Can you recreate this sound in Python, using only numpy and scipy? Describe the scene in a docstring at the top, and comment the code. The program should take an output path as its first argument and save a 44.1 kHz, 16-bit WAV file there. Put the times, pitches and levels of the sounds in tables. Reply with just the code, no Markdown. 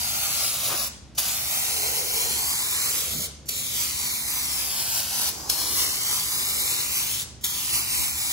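"""Five passes of hiss, the first already running, the later four starting with a spit; echoes comb the hiss.
A hand-held paint can sprays along a car wing in a garage, close to a two-port camera microphone.
Jet: shaped noise under a spitting valve; panel: moving delays; garage: decaying noise, heard in the breaks.
Behind it: dull scuffs of band noise, puffs of deep opposed noise, ventilation rumble with hums."""
import sys
import numpy as np
from scipy import signal
from scipy.fft import rfft, irfft
from scipy.io import wavfile
from scipy.ndimage import map_coordinates

SR = 44100
rng = np.random.default_rng(int(sys.argv[2]) if len(sys.argv) > 2 else 0)


def digitize_waveform(pressure):
    """Quantize a signal to 16-bit integers and store it at the path in sys.argv[1].

    Rows of a 2-D input are taken as channels; values are limited to [-1, 1].
    """
    field = np.atleast_2d(pressure).T
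    bounded = np.clip(field, -1, 1)
    quanta = np.round(bounded * 32767).astype(np.int16)
    wavfile.write(sys.argv[1], SR, quanta)


N = 366912
TIME, HZ = np.arange(N) / SR, np.arange(N // 2 + 1) * SR / N

# extra path of the echoes:
# (time [s], near panel to left port [ms], near panel to right port [ms], far panel to left port [ms])
ECHO_PATHS = [(0.0, 1.284, 1.335, 1.315), (0.4, 1.407, 1.561, 1.558), (0.88, 1.592, 1.786, 1.759),
              (1.18, 1.265, 1.69, 1.742), (1.5, 1.04, 1.543, 1.53), (2.0, 0.935, 1.361, 1.338),
              (2.4, 0.883, 1.132, 1.139), (2.8, 0.671, 0.934, 0.795), (3.27, 0.478, 0.698, 0.695),
              (3.49, 0.467, 0.689, 0.685), (4.4, 0.87, 1.03, 1.34), (5.0, 1.226, 1.34, 1.907),
              (5.3, 1.183, 1.272, 2.101), (5.5, 0.98, 1.15, 1.77), (6.0, 0.873, 1.093, 1.627),
              (6.8, 0.73, 0.94, 1.1), (7.25, 0.518, 0.72, 0.87), (7.44, 0.523, 0.78, 0.858),
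              (8.32, 0.788, 0.998, 1.25)]


def from_db(db):
    """dB to gain."""
    return 10 ** (np.asarray(db) / 20)


def rms_one(x):
    """Scale to rms 1."""
    return x / np.sqrt(np.mean(x ** 2) + 1e-20)


def in_time(rows):
    """Columns of a table, interpolated at every sample."""
    s, *columns = np.transpose(rows)
    return [np.interp(TIME, s, c) for c in columns]


def coloured(spectrum, channels=1):
    """Noise with a (frequency [Hz], level [dB]) spectrum, rms 1."""
    hz, db = np.transpose(spectrum)
    gain = from_db(np.interp(np.log(HZ + 1), np.log(hz), db))
    white = rng.standard_normal((channels, N))
    return rms_one(irfft(rfft(white) * gain, N))


def drift(rate_hz):
    """Slow random wander, rms 1: white noise low-passed at rate_hz."""
    return rms_one(irfft(rfft(rng.standard_normal(N)) / (1 + (HZ / rate_hz) ** 2), N))


def band(x, low_hz, high_hz):
    """Band-pass."""
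    return signal.sosfilt(signal.butter(2, [low_hz, high_hz], "band", fs=SR, output="sos"), x)


def late(x, ms):
    """Delay x by a changing time; wraps round."""
    return map_coordinates(x, [np.arange(N) - ms * SR / 1000], order=4, mode="grid-wrap")


def jet():
    """Turbulent hiss under the valve: a faint hiss ahead of each opening, a spit, steady flow, a quick shut."""
    # one row a pass: (faint hiss start [s], faint hiss level [dB], opening [s], spit over the jet [dB],
    # spit length [s], shutting [s])
    valve_passes = [(-.1, -60, -.05, 0, .016, .888), (1.149, -46.5, 1.178, 10.5, .02, 3.272),
                    (3.457, -46.5, 3.486, 11, .012, 5.31), (5.31, -37, 5.495, 11.5, .0105, 7.237),
                    (7.41, -46.5, 7.438, 8, .02, 8.5)]
    # hiss level, one curve a pass: (time [s], level [dB])
    flow_levels = [
        [(0, -26.5), (.3, -25.5), (.44, -24.5), (.58, -27), (.68, -24.5), (.87, -28.5)],
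        [(1.23, -28), (1.36, -25.5), (1.45, -27), (2.1, -27), (2.24, -26), (2.65, -27), (2.85, -27.5),
         (3.1, -28.5), (3.22, -28.5)],
        [(3.52, -31.5), (3.7, -29), (3.8, -25.5), (3.95, -29), (4.4, -27), (4.53, -27), (4.63, -29),
         (4.8, -26.5), (5.18, -29), (5.27, -27)],
        [(5.53, -27.5), (5.65, -27.5), (5.83, -24), (5.92, -27), (6.13, -26), (6.22, -30), (6.38, -24.5),
         (6.53, -26.5), (6.73, -24.5), (6.87, -27), (7.03, -25.5), (7.16, -28.5)],
        [(7.5, -28), (7.6, -28.5), (7.73, -26), (7.86, -29), (7.98, -26.5), (8.15, -27.5), (8.3, -24)],
    ]
    # nozzle hiss: (frequency [Hz], relative density [dB per Hz])
    nozzle = [(120, -16.5), (300, -10), (800, -3), (1300, -4.5), (1800, -2.5), (2400, 1), (3400, -3),
              (4500, 0.5), (7500, 4.5), (9200, 3.5), (11000, 4), (12500, 4.4), (14000, 1.5), (16000, 1)]
    # 300-750 Hz against the rest: (time [s], level [dB])
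    body = [(0, -4), (.9, 2.5), (1.3, -3), (2.5, -3), (3.3, 6.5), (4.2, -7.5), (4.7, 3), (5.6, 1.5),
            (6.6, 2.5), (7.3, -4.5), (8.32, -7.5)]
    # below 2.5 kHz the hiss thins where the near path is short, and just after each opening
    dull_db, thin_below_ms, thin_db_per_ms = 2, 0.7, 14
    spit_thin_db, spit_thin_s = 2.5, 0.022
    # the faint hiss gathers in one band over a weaker broad hiss
    faint_low_hz, faint_high_hz, faint_band_db, faint_broad_db = 4570, 8300, -3.5, -3

    noise = coloured(nozzle)[0]
    noise = noise + (from_db(in_time(body)[0]) - 1) * band(noise, 300, 750)
    dull = signal.sosfilt(signal.butter(2, 2500, fs=SR, output="sos"), noise)
    near_left_ms = in_time(ECHO_PATHS)[0]
    low_db = dull_db - thin_db_per_ms * np.maximum(thin_below_ms - near_left_ms, 0)

    flow, faint = np.zeros((2, N))
    for (faint_start, faint_db, opens, spit_db, spit_s, shuts), level in zip(valve_passes, flow_levels):
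        since = TIME - opens
        faint += from_db(faint_db) * (TIME > faint_start) * (since < 0)
        spit = from_db(spit_db * np.exp(-(np.maximum(since, 0) / spit_s) ** 2.5))
        opening = np.clip(since / .012 + .6, 0, 1) ** 3
        closing = np.clip((shuts + .008 - TIME) / .025, 0, 1)
        flow += opening * closing * spit * from_db(in_time(level)[0])
        low_db -= spit_thin_db * (since > 0) * np.exp(-np.abs(since) / spit_thin_s)

    # droplets make the flow flutter
    flutter = from_db(1.25 * drift(5.4) + 0.74 * drift(270))
    flow_noise = noise + dull * (from_db(low_db) - 1)
    faint_noise = from_db(faint_band_db) * band(noise, faint_low_hz, faint_high_hz)
    faint_noise += from_db(faint_broad_db) * noise
    return flutter * (flow * flow_noise + faint * faint_noise)


def echoes(x, near_ms, far_ms):
    """One port's echoes: both panels, waxing and waning with the curve of the metal, and scatter from arm and body."""
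    # weaker scatter: (share of the near path [ratio], extra delay [ms], mean level [dB])
    scatter = [(.5, .05, -13), (1.0, -.2, -13), (0, .3, -14)]
    near_db, far_db, near_low_db = -9, -11, -11.5
    out = from_db(near_db + 3 * drift(3)) * late(x, near_ms + .025 * drift(6))
    out += from_db(far_db + 3.5 * drift(3)) * late(x, far_ms + .03 * drift(6))
    # the broad near panel returns more of the low hiss
    out += from_db(near_low_db) * late(band(x, 250, 1600), near_ms)
    for share, extra_ms, db in scatter:
        delay_ms = share * near_ms + extra_ms + .03 * drift(.6)
        out += from_db(db + 1.5 * drift(1.5)) * late(x, delay_ms)
    return out


def panel(x, shade_db):
    """Direct sound plus echoes at each port; as the can swings left, the left port hears the lows sooner."""
    # swing of the can: (time [s], lead of the left port [ms])
    left_lead = [(0, .04), (.4, .05), (.6, .18), (1.25, .18), (1.45, .03), (1.9, 0), (4.5, 0), (4.7, .1),
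                 (5, .125), (5.2, .23), (5.6, .19), (5.8, .045), (6.3, 0)]
    lead_below_hz, far_right_extra_ms = 7500, .2
    shade_low_hz, shade_high_hz = 4010, 6340
    near_left, near_right, far = in_time(ECHO_PATHS)
    left = x + echoes(x, near_left, far)
    right = x + echoes(x, near_right, far + far_right_extra_ms)

    low = irfft(rfft(left) / (1 + (HZ / lead_below_hz) ** 12), N)
    left = left - low + late(low, -in_time(left_lead)[0])

    # the camera body shades one band, oppositely at the two ports
    shade = from_db(shade_db / 2)
    left = left + (shade - 1) * band(left, shade_low_hz, shade_high_hz)
    right = right + (1 / shade - 1) * band(right, shade_low_hz, shade_high_hz)
    return left, right


def garage(x):
    """Diffuse tail: noise that dies band by band, its own at each port; it wraps round, the spray is already on."""
    # decay: (frequency [Hz], T60 [s])
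    decay = [(300, .5), (1000, .65), (2500, .5), (6000, .6), (14000, .05)]
    low_db, low_below_hz = -1.5, 1100
    decay_hz, decay_s = np.transpose(decay)
    tail, t = np.zeros((2, N)), TIME[:SR]
    edges_hz = 150 * 2. ** np.arange(0, 7.1, .5)
    for low, high in zip(edges_hz, edges_hz[1:]):
        t60 = np.interp(np.log(low * high) / 2, np.log(decay_hz), decay_s)
        fade = from_db(-60 * t / t60) * (t > .006)
        thinning = from_db(low_db * (high < low_below_hz))
        tail[:, :SR] += band(rng.standard_normal((2, SR)), low, high) * fade * thinning
    tail /= np.sqrt(np.sum(tail ** 2) / 2)
    return irfft(rfft(tail) * rfft(x), N)


def ports(left, right):
    """The ports differ in phase and level; towards the top both carry one signal, in or out of phase."""
    # left port against the right: (frequency [Hz], phase [half turns])
    port_phase = [(0, 0), (520, -.33), (1200, -.5), (1550, -1), (2200, -2), (2600, -2.75), (3600, -3.1),
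                  (4100, -3.6), (4650, -3.75), (6300, -3.95), (7200, -4), (7900, -4.7), (8600, -4.45),
                  (9050, -4.95), (9600, -5.05), (10300, -6), (11800, -6), (12700, -7), (13850, -7),
                  (14500, -8)]
    # left port against the right, where not shared: (frequency [Hz], level [dB])
    port_level = [(20, -11), (800, -1), (1300, 2.3), (1800, -1.5), (2500, -1.5), (3400, 6.5), (6500, -1.96),
                  (9300, 1.5)]
    shared_hz = 10300  # centre of the crossover
    turn = np.exp(1j * np.pi * np.interp(HZ, *np.transpose(port_phase)))
    own = rfft(left) * from_db(np.interp(HZ, *np.transpose(port_level)))
    shared = np.clip(.5 + (HZ - shared_hz) / 2500, 0, 1)
    mixed = own * (1 - shared) + rfft(right) * shared
    return np.array([irfft(turn * mixed, N), right])


def hollow(pair):
    """Gliding bands in which the sum of the two channels drops out, leaving a hollow hiss."""
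    # (start [s], end [s], start frequency [Hz], end frequency [Hz], nominal width [Hz])
    gliding_bands = [(0.213, 0.34, 5170, 5060, 550), (.78, 0.906, 3250, 3220, 353),
                     (1.414, 1.78, 3180, 3630, 200), (1.76, 2.56, 3590, 3710, 384),
                     (2.52, 2.907, 2730, 3330, 680), (3.156, 3.283, 2720, 2630, 408),
                     (3.504, 3.8, 3150, 2650, 170), (3.972, 4.09, 2700, 2720, 180),
                     (4.075, 4.317, 2890, 3130, 810), (4.3, 4.47, 3000, 2900, 280),
                     (5.6, 5.94, 2740, 2330, 250), (5.97, 6.16, 2500, 2780, 334),
                     (5.85, 6.1, 3350, 3620, 380), (6.3, 7.073, 3180, 3240, 280),
                     (6.262, 6.62, 2650, 2530, 250), (6.623, 6.688, 2950, 2970, 796),
                     (6.88, 7.007, 3200, 3280, 680), (7.436, 7.53, 2770, 2840, 455),
                     (7.713, 7.96, 3430, 3250, 720), (7.937, 8.127, 3150, 3350, 715),
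                     (8.09, 8.4, 3120, 2700, 600), (.08, 0.333, 9350, 9770, 500),
                     (.76, 0.903, 8560, 8600, 905), (1.194, 1.4, 9400, 9300, 500),
                     (3.947, 4.445, 9350, 9300, 500), (4.8, 5.22, 9400, 9400, 300),
                     (6.75, 7.2, 9300, 9350, 400), (7.438, 7.852, 9130, 9250, 560),
                     (7.456, 7.88, 7850, 8300, 350)]
    depth_db, wander, fade_s = -52, .22, 0.035
    half_sum = pair.mean(axis=0)
    hz, s, frames = signal.stft(half_sum, SR, nperseg=1024, noverlap=768)
    db = np.zeros(frames.shape)
    # centre and width wander
    shift, swell = (wander * np.interp(s, TIME, drift(20.0)) for _ in range(2))
    for start, end, from_hz, to_hz, width_hz in gliding_bands:
        centre_hz = np.interp(s, [start, end], [from_hz, to_hz])
        off = (hz[:, None] - centre_hz) / width_hz - shift / 3
        on = np.clip(np.minimum(s - start, end - s) / fade_s + .5, 0, 1)
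        db += depth_db * on * np.exp(-(2 * off * np.exp(swell)) ** 6)
    kept = signal.istft(frames * from_db(db), SR, nperseg=1024, noverlap=768)[1][:N]
    return pair - half_sum + kept


def scuffs():
    """Short rubs and thuds nearby: noise in one broad resonance each."""
    # (start [s], length [s], centre [Hz], width [Hz], level at the peak of the swell [dB], left over right [dB])
    rubs = [(0.68, 0.093, 850, 1060, -34.5, 8.5), (1.617, 0.87, 462, 140, -45, -12.5),
            (3.103, 0.14, 174, 129, -39, -5), (5.283, 0.5, 860, 500, -47, -16.5),
            (2.96, 0.37, 476, 250, -51.5, -14), (5.167, 0.95, 390, 213, -51, -16.5)]
    out, white = np.zeros((2, N)), rng.standard_normal(N)
    for s, length, hz, width_hz, db, pan_db in rubs:
        swell = np.sin(np.pi * np.clip((TIME - s) / length, 0, 1)) ** .7
        rub = rms_one(band(white, hz - width_hz / 2, hz + width_hz / 2))
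        gain = from_db(db + np.array([[pan_db / 2], [-pan_db / 2]]))
        out += gain * swell * rub
    return out


def puffs():
    """Puffs of air on the ports: lumps of deep noise that push one port as they pull the other."""
    # (start [s], length [s], level at the peak of the swell [dB])
    gusts = [(2.18, 0.17, -42), (3.87, .2, -49), (4.52, .07, -50), (6.59, .07, -43), (7.897, 0.24, -38)]
    swell = np.zeros(N)
    for s, length, db in gusts:
        swell += from_db(db) * np.sin(np.pi * np.clip((TIME - s) / length, 0, 1))
    return swell * rms_one(band(rng.standard_normal(N), 35, 105)) * [[1], [-1]]


def ventilation():
    """Low rumble, partly common to both ports, with wavering hums."""
    # (frequency [Hz], relative density [dB per Hz])
    rumble = [(20, -25), (45, -22), (70, 2), (95, -8), (120, -8), (160, -8), (220, -16.5), (300, -15.5),
              (420, -20.5), (650, -23), (1000, -30), (4000, -35), (11500, -49), (12800, -80)]
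    # (frequency [Hz], median rms level before panning [dB])
    hums = [(120, -59), (220, -64), (241, -67)]
    rumble_db = -47
    mid, side = coloured(rumble, channels=2)
    hum = np.zeros(N)
    for hz, db in hums:
        waver = from_db(db + 4.5 * drift(2.0))
        hum += waver * np.sqrt(2) * np.sin(2 * np.pi * hz * TIME)
    return from_db(rumble_db) * (mid + 0.39 * side * [[1], [-1]]) + hum * from_db([[-1.5], [1.5]])


def scene():
    """Spray with its echoes and tail, over scuffs, puffs and rumble."""
    # shading by the camera body: (time [s], left over right [dB])
    body_shade = [(0, 13), (.26, 5.5), (.43, 15), (.55, 4), (.88, 1), (1.2, 4.5), (1.7, -2), (2, 8),
                  (2.4, 0), (2.7, -3), (3.2, -4), (3.9, -12), (4.4, 7), (5.1, 14), (5.5, 16), (6.2, 9),
                  (6.8, -3.5), (8.32, 0)]
    garage_db, arm_ms = -7.5, 1.5
    spray = jet()
    left, right = panel(spray, in_time(body_shade)[0])
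    # the path into the room wanders as the arm moves
    tail = from_db(garage_db) * garage(late(spray, arm_ms * drift(0.99)))
    heard = ports(left + tail[0], right + tail[1])
    return hollow(heard + scuffs() + ventilation()) + puffs()


def record(dry):
    """Steep elliptic low-pass: the top is cut."""
    cutoff_hz = 15750
    return signal.sosfilt(signal.ellip(14, .3, 60, cutoff_hz, fs=SR, output="sos"), dry)


dry = scene()
out = record(dry)
digitize_waveform(out)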